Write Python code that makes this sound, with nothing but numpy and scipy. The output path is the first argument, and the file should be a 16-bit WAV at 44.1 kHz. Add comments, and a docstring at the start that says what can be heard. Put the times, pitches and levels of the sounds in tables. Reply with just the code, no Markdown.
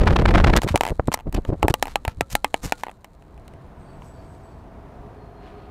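"""A small camera drone, motors stopped, falls through branches, heard from its own microphone.
First it spins fast: each turn brings a blast of air and its wake, made of filtered noise. A branch stops it.
Then it tumbles: short ringing blows, quickening rattles, dull gusts, and twigs that scrape in tiny clicks.
Once the loud blows end, distant traffic, made of noise and hums, becomes audible; then two birds whistle
in the trees, one high and one lower. A thin electronic whine runs throughout."""
import sys
import numpy as np
from scipy import signal
from scipy.fft import rfft, irfft
from scipy.io import wavfile
from scipy.ndimage import uniform_filter1d

SR = 44100
rng = np.random.default_rng(int(sys.argv[2]) if len(sys.argv) > 2 else 0)


def master_out(mix):
    """Clip the mix to full scale and print it as 16-bit PCM to the path in sys.argv[1]."""
    frames = np.transpose(np.atleast_2d(mix))
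    ceiling = np.clip(frames, -1, 1)
    pcm = np.round(ceiling * 32767).astype(np.int16)
    wavfile.write(sys.argv[1], SR, pcm)


N = 251370
TIME = np.arange(N) / SR  # s
TOP_HZ = 15600  # upper limit of the microphone sound
CAUGHT_S = 0.588  # a branch stops the fast spin
LANDED_S, GROUND_CLACK_DB = 1.9, 2  # on the ground the frame clacks more than against branches
REST_S, SETTLE_DB_PER_S = 3.7, 4.5  # once the drone lies still, air and debris die away


def undb(db):
    """Turn decibels into a gain."""
    return 10 ** (np.asarray(db) / 20)


def level(x, db, seconds=None):
    """Scale to an rms level, as if all the energy lay within the given time."""
    count = len(x) if seconds is None else seconds * SR
    rms = np.sqrt(np.sum(x ** 2) / count + 1e-30)
    return x * undb(db) / rms


def curve(rows):
    """Join (time [s], value) rows by straight lines."""
    return np.interp(TIME, *np.transpose(rows))


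def add(out, x, start):
    """Mix x into out from a time in seconds."""
    i = int(round(start * SR))
    first, last = max(i, 0), min(i + len(x), len(out))
    out[first:last] += x[first - i:last - i]


def centred(x, middle):
    """Make a full-length track that holds x with its middle at a time in seconds."""
    out = np.zeros(N)
    add(out, x, middle - len(x) / SR / 2)
    return out


def colour(x, points):
    """Filter by a spectrum of (frequency [Hz], level [dB]) points."""
    hz, db = np.transpose(points)
    f = np.maximum(np.fft.rfftfreq(len(x), 1 / SR), 1)
    gain = undb(np.interp(np.log(f), np.log(hz), db))
    return irfft(rfft(x) * gain, len(x))


def band(x, lo_hz, hi_hz, order=3):
    """Keep one band of frequencies."""
    sos = signal.butter(order, [lo_hz, min(hi_hz, .45 * SR)], "band", fs=SR, output="sos")
    return signal.sosfilt(sos, x)


def walk(rate):
    """Drift smoothly at random, with about so many new values a second."""
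    k = int(SR / rate)
    steps = np.repeat(rng.standard_normal(N // k + 1), k)
    return uniform_filter1d(steps, k)[:N]


def grains(count, spread_db, rate, largest=4):
    """Scatter random clicks, about so many a second; a positive spread makes a few much larger."""
    size = undb(spread_db * np.minimum(rng.exponential(size=count), largest))
    happens = rng.random(count) < rate / SR
    return rng.standard_normal(count) * size * happens


def ring(modes, t, scatter, scatter_db):
    """Sum dying tones; where the blow lands shifts the pitch and strength of each."""
    out = np.zeros(len(t))
    for hz, t60, db in modes:
        strength, shift = rng.standard_normal(2)
        fade = np.exp(-np.log(1000) * t / t60)
        tone = np.sin(2 * np.pi * hz * (1 + scatter * shift) * t)
        out += undb(db + scatter_db * strength) * fade * tone
    return out


# blows on the frame: (time [s], pitch of the housing [Hz], knock level [dB], hardness [dB])
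BLOWS = [(0.6184, 860, -29, 5.5), (0.6336, 696, -27, 2.5), (0.7582, 744, -14.5, 2),
         (0.7755, 930, -33.5, 10), (.809, 762, -14.5, -2), (1.074, 550, -47, 16.5),
         (1.118, 1060, -27.5, -5), (1.1418, 937, -19.5, 6.5), (1.3262, 950, -42.5, 10),
         (1.4504, 550, -34, -6), (1.6289, 890, -14, -7.5), (1.6821, 752, -14.5, -2.5),
         (1.6994, 590, -29.5, 2), (1.7404, 860, -18, 5), (1.826, 777, -16.5, 4.5), (1.957, 780, -17, 0.5),
         (2.0508, 740, -26.5, -1), (2.079, 702, -24.5, 0), (2.2089, 723, -17, 0.5),
         (2.3527, 768, -16.5, 7.5), (2.445, 793, -17, -0.5), (2.5423, 693, -16.5, -3.5),
         (2.7224, 775, -17.5, 1.5), (2.835, 836, -24, -3.5), (2.9138, 595, -49.5, 6),
         (3.045, 860, -43.5, 6), (3.223, 722, -53.5, -4), (3.3775, 780, -53.5, -1),
         (3.4797, 640, -53.5, 12), (3.537, 603, -54.5, 2), (4.0202, 905, -44.5, -9), (4.3496, 640, -61, 7)]


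def blows():
    """The frame strikes branches and ground, then shifts a few times where it lies."""
    out = np.zeros(N)
    for start, hz, knock_db, hardness_db in BLOWS:
        add(out, blow(hz, knock_db, hardness_db, start > LANDED_S), start)
    return out


# the heavily damped camera housing: (multiple of its pitch [x], time to fade by 60 dB [s], level [dB])
HOUSING = [(1, 0.021, -5), (1.2, 0.018, -5.5), (2.42, 0.0039, -11), (3.3, 0.0089, -21), (3.6, 0.0027, -30),
           (6.75, 0.0042, -11), (9.7, 0.0067, -16.5), (13.5, .003, -10), (16.3, .0025, -12.5)]
# the arms and propellers ring on: (frequency [Hz], time to fade by 60 dB [s], level [dB])
FRAME = [(286, 0.1, -30), (505, 0.27, -40), (863, 0.059, -19), (1050, 0.088, -35), (1210, 0.089, -30),
         (1333, 0.11, -31.5), (2050, 0.018, -26), (2400, 0.032, -33.5)]
# colour of splintering wood, also of ticking debris: (frequency [Hz], level [dB])
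SPLINTER = [(250, 4), (800, 9.5), (2700, -7), (3500, -3), (4000, 4), (5200, -7.5), (6500, -4), (7700, -3),
            (10800, -8.5), (12800, -17.5), (14000, -16), (15500, -19.5)]
# clack and snap relative to the knock; hardness adds fully to the snap and partly to the clack
CLACK_DB, SNAP_DB, CLACK_SHARE = -6.5, -15, 0.36


def blow(hz, knock_db, hardness_db, on_ground, contact_s=0.0015, splinter_db=-6, after_db=-21,
         after_s=0.0077, ring_db=0.0, knock_s=0.0084, clack_s=0.0081, snap_s=0.013):
    """A blow knocks the housing, splinters wood for a millisecond or so and leaves the frame ringing."""
    t = np.arange(SR // 4) / SR
    housing_modes = [(hz * ratio, t60, db) for ratio, t60, db in HOUSING]
    housing = ring(housing_modes, t, scatter=0.044, scatter_db=2.5)
    frame = undb(ring_db) * ring(FRAME, t, scatter=0.05, scatter_db=3.0)
    cracks = colour(grains(len(t), spread_db=0.0, rate=28000), SPLINTER)
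    fracture = level(cracks, splinter_db) * np.exp(-t / contact_s)
    # single fibres keep snapping just after the break
    late_cracks = colour(grains(len(t), spread_db=-3.5, rate=1400), SPLINTER)
    fibres = level(late_cracks, splinter_db + after_db) * np.exp(-t / after_s)
    hit = fracture + fibres - housing - frame
    # harder contacts hold more clack and snap
    clack_db = knock_db + CLACK_DB + CLACK_SHARE * hardness_db + GROUND_CLACK_DB * on_ground
    knock = level(band(hit, 200, 1200, order=2), knock_db, knock_s)
    clack = level(band(hit, 1647, 3110, order=4), clack_db, clack_s)
    snap = level(band(hit, 4200, TOP_HZ), knock_db + SNAP_DB + hardness_db, snap_s)
    return knock + clack + snap


# the frame chatters after a blow: (time of the blow [s], first gap [s], quickening [power],
# rebounds [count], first rebound level [dB], hardness [dB], buzz level [dB])
RATTLES = [(0.808, .0264, .6, 7, -22.5, -0.5, -51), (1.1404, .0342, 1.15, 4, -38, -5, -72),
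           (1.826, .0293, .95, 3, -31.5, -1.5, -61.5), (2.835, .0323, 1.01, 3, -32.5, -14, -59)]
REBOUND_HZ, REBOUND_SAG_HZ, REBOUND_LOSS_DB = 826, 28.4, 2  # first rebound; each next is lower and weaker
BUZZ_CRACKLE_DB = -11.5  # crackle relative to the buzz, before hardness is added


def rattles(buzz_middle=.6, buzz_length=0.57):
    """Rebounds come ever faster, weaker and lower, over a buzz of loose parts."""
    out = np.zeros(N)
    for start, gap, quickening, count, db, hardness_db, buzz_db in RATTLES:
        delays = np.cumsum(gap / np.arange(1, round(count) + 1) ** quickening)
        for k, delay in enumerate(delays):
            hz = REBOUND_HZ - k * REBOUND_SAG_HZ
            rebound = blow(hz, db - k * REBOUND_LOSS_DB, hardness_db, start > LANDED_S)
            add(out, rebound, start + delay)
        buzz = scrape(buzz_length * delays[-1], buzz_db, buzz_db + BUZZ_CRACKLE_DB + hardness_db)
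        out += centred(buzz, start + buzz_middle * delays[-1])
    return out


# once a turn the port faces the airflow:
# (time [s], length of the blast [s], hiss level of the blast [dB], hiss level of its wake [dB])
TURNS = [(-.018, 0.012, -32, -30.5), (.077, 0.028, -19.5, -28), (.164, 0.011, -17, -26.5),
         (.257, 0.009, -14, -24), (.351, .024, -15.5, -20.5), (.445, 0.012, -15.5, -21.5),
         (.536, 0.011, -16.5, -19.5)]
# the wake of the arms follows each blast: (delay [share of a turn], length [s], thump level [dB],
# flutter level halfway through the spin [dB], hiss relative to the turn's wake [dB])
WAKE = [(0.329, 0.023, -15, -20, -1), (.59, 0.015, -20, -19.5, -2.5)]
SPIN_HZ = 10.85  # turns a second
BLAST_THUMP_DB, BLAST_FLUTTER_DB = -16, -19  # flutter level is that halfway through the spin


def spin(flutter_db_per_s=6):
    """Every turn brings a blast and its wake; flutter grows as the fall gathers speed, until the catch."""
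    out = np.zeros(N)
    for facing, blast_s, blast_hiss_db, wake_hiss_db in TURNS:
        speed_db = flutter_db_per_s * (facing - CAUGHT_S / 2)
        blast = gust(blast_s, BLAST_THUMP_DB, BLAST_FLUTTER_DB + speed_db, blast_hiss_db)
        out += centred(blast, facing)
        for share, length, thump_db, flutter_db, hiss_db in WAKE:
            wake = gust(length, thump_db, flutter_db + speed_db, wake_hiss_db + hiss_db)
            out += centred(wake, facing + share / SPIN_HZ)
    return out * spinning()


def spinning(brake_s=0.0073):
    """One while the drone spins fast, zero once it is caught."""
    return .5 - .5 * np.tanh((TIME - CAUGHT_S) / brake_s)


# single gusts of the slower tumble: (time [s], length [s], thump level [dB], flutter level [dB])
GUSTS = [(0.646, 0.017, -20.5, -25.5), (0.665, 0.0097, -27, -23), (0.722, 0.036, -22, -42),
         (0.748, 0.0061, -15.5, -12.5), (0.916, 0.012, -18, -24.5), (0.997, 0.0023, -12, -11),
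         (1.001, 0.0083, -17, -26), (1.084, .0046, -27, -13.5), (1.087, 0.015, -21, -27),
         (1.276, 0.021, -22, -30), (1.351, 0.02, -20, -27), (1.38, 0.02, -19.5, -23.5),
         (1.499, 0.018, -16.5, -24), (1.535, 0.017, -24.5, -22.5), (1.65, 0.017, -16, -17.5),
         (1.706, 0.011, -15.5, -20.5), (2.084, 0.0075, -16, -45), (2.187, 0.012, -30, -52),
         (2.219, .014, -29, -60), (2.337, 0.019, -26, -52), (2.654, 0.027, -28, -33.5)]
SLOW_HISS_DB = -28  # hiss of a slow gust, relative to its flutter


def gusts():
    """Tumbling more slowly, the port meets the air in single dull gusts."""
    out = np.zeros(N)
    for middle, length, thump_db, flutter_db in GUSTS:
        out += centred(gust(length, thump_db, flutter_db, flutter_db + SLOW_HISS_DB), middle)
    return out


# colours of the three parts of a gust: (frequency [Hz], level [dB])
THUMP = [(12, -13.5), (30, 3), (100, -1.5), (150, -8), (280, -29.5), (800, -88)]
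FLUTTER = [(70, -18.5), (170, -1.5), (350, -1.5), (650, -9.5), (1000, -19), (1900, -41.5), (5000, -79.5)]
HISS = [(350, -15), (700, 3), (1000, 2), (1600, -1.5), (2700, -8.5), (4500, -17), (7000, -28.5),
        (12000, -39.5), (16000, -51.5)]


def gust(length, thump_db, flutter_db, hiss_db, spread=0.51, hiss_spread=0.26,
         core_db=-6.5, core_s=0.0088, usual_s=0.011, sharpening=0.43):
    """As the port swings into the airflow, eddies thump, flutter and break up into hiss."""
    t = np.arange(-4096, 4096) / SR
    # a brief gust is mostly one vortex core: a sharp dip of pressure
    core = -undb(core_db) * (core_s / length) ** 2 * (t == 0)
    swirl = grains(len(t), spread_db=3.5, rate=1600) * np.exp(-.5 * (t / (spread * length)) ** 2)
    eddies = core + level(swirl, 0, 1 / SR)  # swirl of unit energy
    # the faster it passes, the higher its flutter reaches
    stretch = max(usual_s / length, 1) ** sharpening
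    flutter_colour = [(hz * stretch, db) for hz, db in FLUTTER]
    spray = grains(len(t), spread_db=7, rate=12000) * np.exp(-.5 * (t / (hiss_spread * length)) ** 2)
    thump = level(colour(eddies, THUMP), thump_db, length)
    flutter = level(colour(eddies, flutter_colour), flutter_db, length)
    hiss = level(colour(spray, HISS), hiss_db, length)
    return thump + flutter + hiss


# twigs and dry leaves brushing past: (time [s], length [s], rasp level [dB], crackle level [dB])
SCRAPES = [(0.565, 0.0019, -15.5, -16), (0.574, 0.0084, -18.5, -27.5), (0.635, 0.019, -36, -42),
           (0.688, .016, -25.5, -39), (0.714, 0.035, -43, -51.5), (0.765, 0.005, -37.5, -42),
           (0.822, 0.0077, -52, -51), (1.127, 0.0083, -30.5, -39), (1.143, 0.0056, -33, -22.5),
           (1.347, 0.0043, -29.5, -35.5), (1.367, 0.024, -40.5, -59), (1.483, 0.028, -56, -61.5),
           (1.626, 0.0047, -36, -54), (1.706, 0.0078, -31, -41), (1.9, 0.048, -48.5, -57),
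           (2.101, 0.038, -50, -61), (2.305, 0.0067, -46.5, -43.5), (2.324, 0.023, -42, -39),
           (2.651, 0.029, -38, -37.5), (2.682, 0.031, -47, -52.5), (2.804, .037, -54.5, -57),
           (4.058, 0.086, -69, -67), (4.298, 0.51, -71.5, -74.5), (5.471, .1, -55.5, -78),
           (5.616, 0.19, -61, -93)]


def scrapes():
    """Twigs and leaves slide along the frame."""
    out = np.zeros(N)
    for middle, length, rasp_db, crackle_db in SCRAPES:
        out += centred(scrape(length, rasp_db, crackle_db), middle)
    return out


# colours of the two parts of a scrape: (frequency [Hz], level [dB])
RASP = [(300, -9.5), (900, 4.5), (2700, -1), (4500, -8.5), (7000, -40), (14000, -48)]
CRACKLE = [(2500, -27), (5500, -2), (7800, -3.5), (10000, -9.5), (12500, -8), (15500, -21.5)]


def scrape(length, rasp_db, crackle_db, spread=0.44, grain_db=5.0, slide_s=.1):
    """A contact catches and slips in a shower of tiny clicks; long slides are smoother."""
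    t = np.arange(-16384, 16384) / SR
    swell = np.exp(-.5 * (t / (spread * length)) ** 2)
    clicks = grains(len(t), spread_db=grain_db / (1 + length / slide_s), rate=5900) * swell
    rasp = level(colour(clicks, RASP), rasp_db, length)
    crackle = level(colour(clicks, CRACKLE), crackle_db, length)
    return rasp + crackle


# slow air pressure on the tumbling body, before the tumble gain: (time [s], level [dB])
DRAUGHT = [(0.6, -32.5), (0.7, -33), (1.22, -40), (1.54, -33.5), (1.71, -38.5), (2.06, -38), (3.1, -52.5)]
# colour of the slow air: (frequency [Hz], level [dB])
SWAY = [(10, -10.5), (28, 3.5), (60, -2), (120, -11.5), (250, -19), (600, -29.5), (2000, -43), (8000, -74)]
SPIN_DRAUGHT_DB, TUMBLE_DRAUGHT_DB = -17, -1  # strength during the spin; gain on the tumble curve


def draught():
    """The air heaves slowly against the tumbling body, most of all during the spin."""
    tumble = undb(curve(DRAUGHT) + TUMBLE_DRAUGHT_DB + settling_db())
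    strength = undb(SPIN_DRAUGHT_DB) * spinning() + tumble
    air = level(colour(rng.standard_normal(N), SWAY), -1.4)
    return air * strength * undb(1.8 * walk(24))


def settling_db():
    """The steady fade after the drone has come to rest."""
    return -SETTLE_DB_PER_S * np.maximum(TIME - REST_S, 0)


# how much loose debris is stirred, before the fade at rest: (time [s], level [dB])
STIR = [(0.9, -56.5), (1.16, -72), (1.85, -57), (2.11, -68.5), (2.71, -51), (2.98, -68.5), (3.1, -70.5)]


def litter():
    """Fine debris ticks against the drone and dies away once it lies still."""
    ticks = level(colour(grains(N, spread_db=4.5, rate=2000), SPLINTER), -0.54)
    return ticks * undb(curve(STIR) + settling_db() + 1.3 * walk(66))


# colour of distant traffic: (frequency [Hz], level [dB])
TRAFFIC = [(15, -39.5), (25, -3.5), (59, 0.5), (172, -7), (224, -9), (404, -13), (573, -16.5), (673, -15),
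           (833, -18.5), (1000, -19), (2850, -38.5), (8100, -54), (9020, -51), (13800, -62.5), (15000, -64)]
# how loud the traffic is heard, audible once the loud blows end: (time [s], level [dB])
TRAFFIC_DB = [(0, -92), (2.95, -50), (3.1, -51), (3.3, -45), (3.55, -41.5), (3.9, -40), (4.3, -42),
              (4.9, -40.5), (5.7, -39.5)]
# far engines hum in narrow bands:
# (frequency [Hz], width [Hz], level at the loudest [dB], time of the loudest [s], swell time [s])
DRONES = [(665.5, 40, -54.5, 4.48, 0.9), (723, 60, -52.5, 6.2, 1.2), (930, 200, -60.5, 4.96, 1.5),
          (413.5, 19, -51, 5.41, 0.49), (1237, 58, -57.5, 5.94, 0.44), (142.4, 53, -50, 3.9, 0.33)]


def traffic():
    """A far road: wavering rumble, and engine hums that swell and fade."""
    rumble = level(colour(rng.standard_normal(N), TRAFFIC), -1.4)
    out = rumble * undb(curve(TRAFFIC_DB) + 0.97 * walk(7))
    for hz, width, db, middle, swell in DRONES:
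        hum = level(band(rng.standard_normal(N), hz - width / 2, hz + width / 2, order=2), db)
        out += hum * np.exp(-.5 * ((TIME - middle) / swell) ** 2)
    return out


# notes of two birds, one high and one lower:
# (time [s], length [s], closing pitch [Hz], level before the trees [dB])
NOTES = [(3.764, 0.22, 8020, -70), (3.85, .08, 4520, -67), (4.027, 0.12, 7860, -64),
         (4.13, 0.11, 4530, -67), (4.245, .1, 8000, -68), (4.425, .06, 7840, -67), (4.437, 0.11, 4490, -71),
         (5.17, .1, 4240, -71.5), (5.302, 0.17, 4170, -69), (5.5, .19, 4220, -72)]
FALL_SHARE, FALL_AT_HZ, FALL_POWER = .046, 8000, 1.6  # each note falls onto its pitch, high ones further


def birds(echo_db=-7, echo_s=0.097):
    """Thin falling whistles of two birds, smeared by the trees."""
    song = np.zeros(N)
    for start, length, last_hz, db in NOTES:
        u = np.linspace(0, 1, int(length * SR))  # progress through the note
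        fall = FALL_SHARE * (last_hz / FALL_AT_HZ) ** FALL_POWER
        waver = 1 + 0.0025 * walk(201)[:len(u)]
        hz = last_hz * (1 + fall * (1 - u) ** 2) * waver
        whistle = np.sin(2 * np.pi * np.cumsum(hz) / SR) * np.sqrt(u * (1 - u))
        add(song, level(whistle, db), start)
    trees = level(rng.standard_normal(SR) * np.exp(-TIME[:SR] / echo_s), echo_db, 1 / SR)
    return undb(-5.5) * song + signal.fftconvolve(song, trees)[:N]


WHINE_HZ, WHINE_DB = 13900, -83  # middle pitch, peak level


def whine():
    """The electronics whine faintly, a high tone of slightly wavering pitch."""
    hz = WHINE_HZ * (1 + .004 * walk(500))
    return undb(WHINE_DB) * np.sin(2 * np.pi * np.cumsum(hz) / SR)


def scene():
    """Everything reaches the one microphone on the drone."""
    contact = blows() + rattles() + scrapes() + litter()
    air = spin() + gusts() + draught()
    background = traffic() + birds() + whine()
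    return (contact + air + background)[None]


def record(dry):
    """The camera rounds peaks near full scale and cuts the top."""
    rounded = dry / (1 + (dry / .95) ** 6) ** (1 / 6)
    return signal.sosfilt(signal.ellip(8, .2, 70, TOP_HZ, fs=SR, output="sos"), rounded)


dry = scene()
out = record(dry)
master_out(out)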